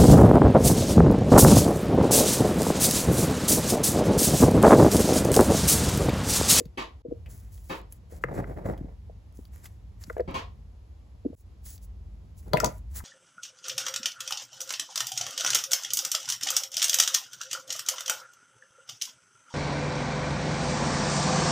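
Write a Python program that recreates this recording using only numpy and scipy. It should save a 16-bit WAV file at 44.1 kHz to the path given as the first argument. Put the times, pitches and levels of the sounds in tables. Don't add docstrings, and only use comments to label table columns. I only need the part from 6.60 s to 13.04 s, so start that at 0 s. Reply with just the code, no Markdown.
import sys
import numpy as np
from scipy import signal
from scipy.fft import rfft, irfft
from scipy.io import wavfile

SR = 44100
rng = np.random.default_rng(int(sys.argv[2]) if len(sys.argv) > 2 else 0)


def transcribe(u):
    v = np.clip(np.atleast_2d(u).T, -1, 1)
    q = np.round(v * 32767).astype(np.int16)
    wavfile.write(sys.argv[1], SR, q)


N = 284004

# (frequency [Hz], correlation [0-1])
DIFFUSE = [(60, 1), (130, 0.83), (290, 0.98), (640, 0.041), (1400, 0.18), (3100, 0.3), (5500, 0.19),
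           (7000, 0.86), (16000, .99)]


def gain_of(db):
    return 10 ** (np.asarray(db) / 20)


def at_frequency(points, hz):
    f, value = np.transpose(points)
    return np.interp(np.log(hz + 1), np.log(f + 1), value)


def over_time(rows, column=1):
    rows = np.array(rows)
    return np.interp(np.arange(N) / SR, rows[:, 0], rows[:, column])


def add(mix, start_s, sound):
    part = mix[:, round(start_s * SR):][:, :sound.shape[1]]
    part += sound[:, :part.shape[1]]


def noise(colour, correlation, grain_db=0., grains_per_s=0., hold=0.69, size=N):
    grain_gain = gain_of(grain_db * np.minimum(rng.exponential(1, size), 4))
    grains = grain_gain * (rng.random(size) < grains_per_s / SR)
    grit = 1 + signal.lfilter([1], [1, -hold], grains)
    left, independent = rfft(rng.standard_normal((2, size)) * grit)
    hz = np.fft.rfftfreq(size, 1 / SR)
    likeness = np.clip(at_frequency(correlation, hz), 0, 1)
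    right = likeness * left + np.sqrt(1 - likeness ** 2) * independent
    pair = irfft(np.array([left, right]) * gain_of(at_frequency(colour, hz)), size)
    return pair / np.sqrt(np.mean(pair ** 2) + 1e-20)


def reverberation(source, t60, colour, size):
    hz, t, bands = signal.stft(noise(colour, DIFFUSE, size=size), SR, nperseg=256)
    decay = gain_of(-60 * t / at_frequency(t60, hz)[:, None])
    tail = signal.istft(bands * decay, SR, nperseg=256)[1]
    return signal.fftconvolve(source, tail / np.linalg.norm(tail[0]), axes=1)[:, :N]


def strike(modes, db, hz, contact_ms, octaves):
    t = np.arange(8000) / SR
    f, mode_db, t60 = np.transpose(modes)[:, :, None]
    excitation_db = -6 * (np.log2(f / hz) / octaves) ** 2
    envelopes = gain_of(mode_db + excitation_db - 60 * t / t60)
    ring = (envelopes * np.sin(2 * np.pi * (f * t + rng.random(f.shape)))).sum(0)
    ring *= 1 - np.exp(-(1000 * t / contact_ms) ** 2)
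    return gain_of(db) * ring[None] / abs(ring).max()


def friction_power(start_s, length_s, db, rise, sag, fall):
    t = np.arange(N) / SR - start_s
    held_db = db + rise * np.minimum(t, 0) - sag * np.clip(t, 0, length_s)
    return gain_of(held_db - fall * np.maximum(t - length_s, 0)) ** 2


def rumble():
    # (time [s], level [dB])
    swell = [(0, -49), (.4, -49), (.6, -39.5), (1.2, -48.5), (1.6, -41.5), (2.4, -41.5), (2.7, -45),
             (3.9, -41), (4.2, -49), (6.44, -39.5)]
    # (frequency [Hz], relative level [dB])
    colour = [(20, -43.5), (40, -30.5), (50, 3), (57, -3.5), (66, -3.5), (95, -8.5), (130, -22),
              (200, -22.5), (400, -71.5)]
    return gain_of(over_time(swell)) * noise(colour, DIFFUSE)


def room_air():
    # (frequency [Hz], relative level [dB])
    colour = [(150, -5.5), (250, 3), (500, -2), (1000, -7.5), (1500, -15.5), (2500, -17.5), (5000, -20.5),
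              (8000, -26.5), (13000, -29), (14500, -60)]
    return gain_of(-64.5) * noise(colour, DIFFUSE)


def table_thuds():
    # (time [s], level before hand damping [dB], favoured pitch [Hz], contact time [ms])
    thuds = [(.004, -27, 392, 12), (0.058, -33, 186, 1.9), (0.449, -19.5, 400, 52),
             (0.484, -28.5, 232, 2.3), (0.511, -33.5, 450, 2.2), (0.517, -21.5, 383, 8.7),
             (1.521, -39, 430, 17), (1.64, -21.5, 433, 3.5), (1.647, -33.5, 130, 8.9),
             (2.21, -27, 223, 3.1), (2.245, -29, 237, 1.3), (2.496, -38, 584, 3.4), (2.79, -33.5, 298, 0.7),
             (3.479, -37.5, 222, 3.6), (3.5, -29, 490, 15), (3.567, -22.5, 550, 0.7),
             (3.577, -25.5, 547, 14), (3.593, -15.5, 520, 18), (3.601, -16, 473, 14),
             (4.648, -30.5, 477, 5.9), (4.653, -17, 311, 9.7), (4.698, -33.5, 256, 5.2),
             (4.729, -38.5, 514, 1.3), (5.934, -14.5, 800, 0.86), (5.938, -9, 680, 11.3),
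             (5.94, -21.5, 137, 2.7), (6.001, -15, 1400, 5.4), (6.031, -9.5, 707, 30),
             (6.042, -31, 120, 5.6), (6.045, -15, 870, 3), (6.074, -25.5, 705, 2)]
    # (frequency [Hz], relative level [dB], t60 [s])
    wood_modes = [(129, -10, 0.32), (157, 13, 0.031), (275, 3.5, 0.033), (351, -1, 0.032),
                  (471.4, 9, 0.026), (636, 6.5, 0.027), (852, -0.5, 0.025), (986, -7, 0.16),
                  (1190, -7, 0.24), (1382, 5, 0.093), (1884, 12, 0.022)]
    damped_cycles = 9.3
    out, t = np.zeros((1, N)), np.arange(8000) / SR
    for s, db, hz, contact_ms in thuds:
        damping = np.exp(-(t * hz / damped_cycles) ** 2)
        add(out, s, damping * strike(wood_modes, db, hz, contact_ms, octaves=0.4))
    return out


def block_clicks():
    # (time [s], peak level [dB], favoured pitch [Hz], t60 [ms], relative broadband floor [dB])
    clicks = [(.0044, -33, 7600, 9, 2), (0.0548, -46.5, 5040, 25, -2), (.66, -42.5, 2200, 66, -23.5),
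              (0.977, -49.5, 3470, 41, 0), (1.2154, -51, 14500, 12, -12), (1.3235, -33.5, 11600, 39, -18.5),
              (1.6383, -14.5, 1440, 9.6, -43.5), (1.685, -34, 1180, 21, -49), (1.8417, -33, 1430, 17, -53),
              (2.177, -47, 3000, 33, -5), (2.725, -54, 8000, 8, -12), (2.772, -42, 7600, 5.4, -21),
              (2.853, -45, 4330, 13, -8), (3.057, -36, 1700, 60, 1), (3.438, -32, 5700, 24, -10),
              (3.4982, -28, 1290, 23, -39), (3.528, -44.5, 8000, 6, 3), (3.566, -42, 1630, 72, -35),
              (3.581, -40, 1740, 6.6, -23), (3.596, -38, 1630, 56, -37), (3.605, -46, 4600, 6.1, -13),
              (3.711, -47, 11900, 8.9, -22), (5.1789, -42, 6050, 9.1, -9), (5.881, -47.5, 10700, 16, -7),
              (5.9335, -17, 1580, 4.7, -22), (5.9337, -16.5, 3800, 13, -12), (5.971, -18, 1940, 27, -17),
              (6.001, -15, 6030, 16, -10.5), (6.0446, -9, 6850, 18, -8.5), (6.059, -20.5, 5880, 36, -14),
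              (6.172, -51, 12000, 9.5, -16), (6.182, -47, 12000, 11, -28), (6.403, -39.5, 1120, 30, -44)]
    # (frequency [Hz], relative level [dB], t60 [s])
    plastic_modes = [(2040, 10, 0.018), (3313, 2, 0.028), (4630, 0.5, 0.026), (6560, -1, 0.011),
                     (7370, 0, 0.0045)]
    ring_db, onset_cycles = -10, 0.83
    out, t = np.zeros((1, N)), np.arange(2048) / SR
    f = np.fft.rfftfreq(len(t), 1 / SR) + 1
    for s, db, hz, t60_ms, floor_db in clicks:
        band_db = np.maximum(-6 * (np.log2(f / hz) / 0.42) ** 2, floor_db)
        bass_loss_db = 6 * np.maximum(np.log2(900 / f), 0)
        crack = irfft(rfft(rng.standard_normal(len(t))) * gain_of(band_db - bass_loss_db))
        onset = 1 - np.exp(-(t * hz / onset_cycles) ** 2)
        crack *= onset * gain_of(-60000 * t / t60_ms)
        add(out, s, gain_of(db) * crack[None] / abs(crack).max())
        add(out, s, strike(plastic_modes, db + ring_db, hz, contact_ms=0.45, octaves=0.38))
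    return out


def place_blows(blows):
    # (time [s], left-right level difference [dB], level sent to the room [dB])
    placement = [(0, 3.5, -9.5), (1.6, 3.5, -17), (3.5, 3, -20), (4.6, 0.5, -13.5), (5.9, 8, -5),
                 (6.44, 8, -10)]
    # (frequency [Hz], t60 [s])
    room_t60 = [(200, 0.13), (600, 0.22), (2000, 0.24), (6000, 0.12)]
    # (frequency [Hz], relative level [dB])
    room_colour = [(400, -2.5), (2500, -2)]
    body = signal.filtfilt(*signal.butter(4, 7500, fs=SR), blows)
    treble = blows - body
    direct = treble + body * gain_of(over_time(placement) * np.array([[.5], [-.5]]))
    radiated = blows * gain_of(over_time(placement, column=2))
    return direct + reverberation(radiated, room_t60, room_colour, size=14000)


def skin_brush():
    # (time of full contact [s], length [s], level [dB], firmness [0-1])
    strokes = [(0.024, 0.046, -70, 1), (0.702, .11, -51, 0.14), (0.827, 0.14, -62.5, .75),
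               (0.927, 0.1, -54.5, 0.02), (1.042, .06, -56, 0.04), (1.095, 0.099, -50.5, 0.2),
               (1.316, .06, -62, 0.3), (1.515, 0.069, -55, 0.6), (1.622, 0.023, -60.5, 0.7),
               (1.749, 0.053, -52.5, 1), (1.872, .14, -64, 0.4), (2.06, 0.065, -56, .4),
               (2.19, .05, -76, 0.4), (2.755, 0.12, -61, 0.1), (2.936, 0.19, -58.5, 1),
               (3.044, 0.021, -50, 1), (3.09, 0.085, -68.5, 1), (3.416, 0.024, -51.5, 0.7),
               (3.467, .12, -59.5, 1), (4.765, 0.047, -53, 0.02), (5.061, 0.1, -42.5, 0.02),
               (5.228, 0.023, -54.5, 0), (5.78, 0.024, -55, 0), (5.83, 0.25, -63.5, 0.3),
               (6.08, 0.11, -55, 0.8), (6.316, .04, -60, .5), (6.361, 0.03, -36, 0.15),
               (6.41, 0.024, -60, 1)]
    # (frequency [Hz], relative level [dB])
    light_colour = [(800, -28), (2000, -21.5), (4000, -12), (7000, -3.5), (9000, -1), (11000, -2.5),
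                    (13000, -11.5), (15500, 0)]
    # (frequency [Hz], relative level [dB])
    firm_colour = [(800, 3), (1400, 4.5), (2000, 5.5), (2800, -6), (4000, -6.5), (7000, 1.5), (9000, 5),
                   (11000, -2), (13000, 6), (15500, -7)]
    correlation = [(1000, .5), (5000, .7), (7000, .995)]  # (frequency [Hz], correlation [0-1])
    bright = noise(light_colour, correlation, grain_db=6, grains_per_s=220)
    dull = noise(firm_colour, correlation, grain_db=6, grains_per_s=220)
    light_power, firm_power = np.zeros((2, N))
    for s, length, db, firmness in strokes:
        power = friction_power(s, length, db, rise=889, sag=74.5, fall=892.5)
        light_power += (1 - firmness) * power
        firm_power += firmness * power
    return np.sqrt(light_power) * bright + np.sqrt(firm_power) * dull


def far_bangs():
    # (time [s], level [dB], treble loss [dB/octave])
    bangs = [(0.174, -28.5, 1), (1.096, -28.5, 2.5), (3.676, -34.5, 4.5), (3.742, -28.5, 1)]
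    # (frequency [Hz], relative level [dB])
    bang_colour = [(150, -12), (370, -5.5), (700, -9.5), (1000, 1.5), (1500, -11.5), (2200, -6),
                   (4000, -13), (8000, -25.5), (15500, -38)]
    # (frequency [Hz], t60 [s])
    house_t60 = [(200, 0.23), (500, 0.34), (1000, 0.27), (2000, 0.23), (4000, 0.25), (8000, 0.2)]
    burst_t60_s, direct_db = 0.23, -12
    bursts = np.zeros((1, N))
    decay = gain_of(-60 * np.arange(2500) / SR / burst_t60_s)
    for s, db, loss in bangs:
        tilted = [(hz, level_db - loss * np.log2(hz / 1000)) for hz, level_db in bang_colour]
        add(bursts, s, gain_of(db) * decay * noise(tilted, DIFFUSE, size=len(decay))[:1])
    ring = reverberation(bursts, house_t60, colour=[(100, 0.015), (9000, 0)], size=24000)
    return ring + gain_of(direct_db) * bursts


def block_drag():
    # (time of full contact [s], length [s], level [dB])
    shoves = [(0.676, 0.071, -56.5), (1.52, 0.14, -51), (1.696, 0.09, -35.5), (1.78, 0.029, -28.5),
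              (1.843, 0.027, -41), (1.895, 0.017, -35), (1.974, 0.041, -36.5), (2.063, 0.064, -29.5),
              (2.164, 0.16, -47), (5.873, 0.021, -50), (5.954, 0.02, -27.5), (6.026, 0.043, -31.5)]
    # (frequency [Hz], relative level [dB])
    colour = [(50, -48), (90, 0.5), (150, 2), (280, -6.5), (550, -5), (800, -11), (1000, -19), (1500, -26),
              (2000, -26), (2900, -47), (6000, -50)]
    correlation = [(100, .97), (1000, .7), (4000, .6)]  # (frequency [Hz], correlation [0-1])
    power = sum(friction_power(*shove, rise=598.5, sag=52.5, fall=347) for shove in shoves)
    return np.sqrt(power) * noise(colour, correlation, grain_db=2, grains_per_s=200, hold=.99)


def scene():
    blows = place_blows(table_thuds() + block_clicks())
    return rumble() + room_air() + blows + skin_brush() + far_bangs() + block_drag()


def record(dry):
    # (frequency [Hz], phase [rad])
    stereo_phase = [(600, -1.3), (1300, -1.7), (2300, 0), (7500, -.1), (8350, -2.8), (9560, -3.3),
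                    (10400, -5.8), (11700, -6.4), (12500, -8.9), (13700, -9.5), (14300, -12),
                    (16400, -12.7)]
    # (time [s], fade-in time [s])
    breaks = [(0.422, 0.1), (4.753, 0.12)]
    stop_s, edge_hz = 0.0023, 16000
    hz, radians = np.transpose([(0, 0)] + stereo_phase)
    shift = np.exp(-1j * np.interp(np.fft.rfftfreq(N, 1 / SR), hz, radians))
    out = np.array([dry[0], irfft(rfft(dry[1]) * shift, N)])
    t = np.arange(N) / SR
    for s, fade_s in breaks:
        out *= np.clip(np.where(t < s, (s - t) / stop_s, (t - s) / fade_s), 0, 1)
    lowpass = signal.firwin(511, edge_hz, window=("kaiser", 9), fs=SR)
    return signal.oaconvolve(out, lowpass[None], "same")


dry = scene()
out = record(dry)
transcribe(out)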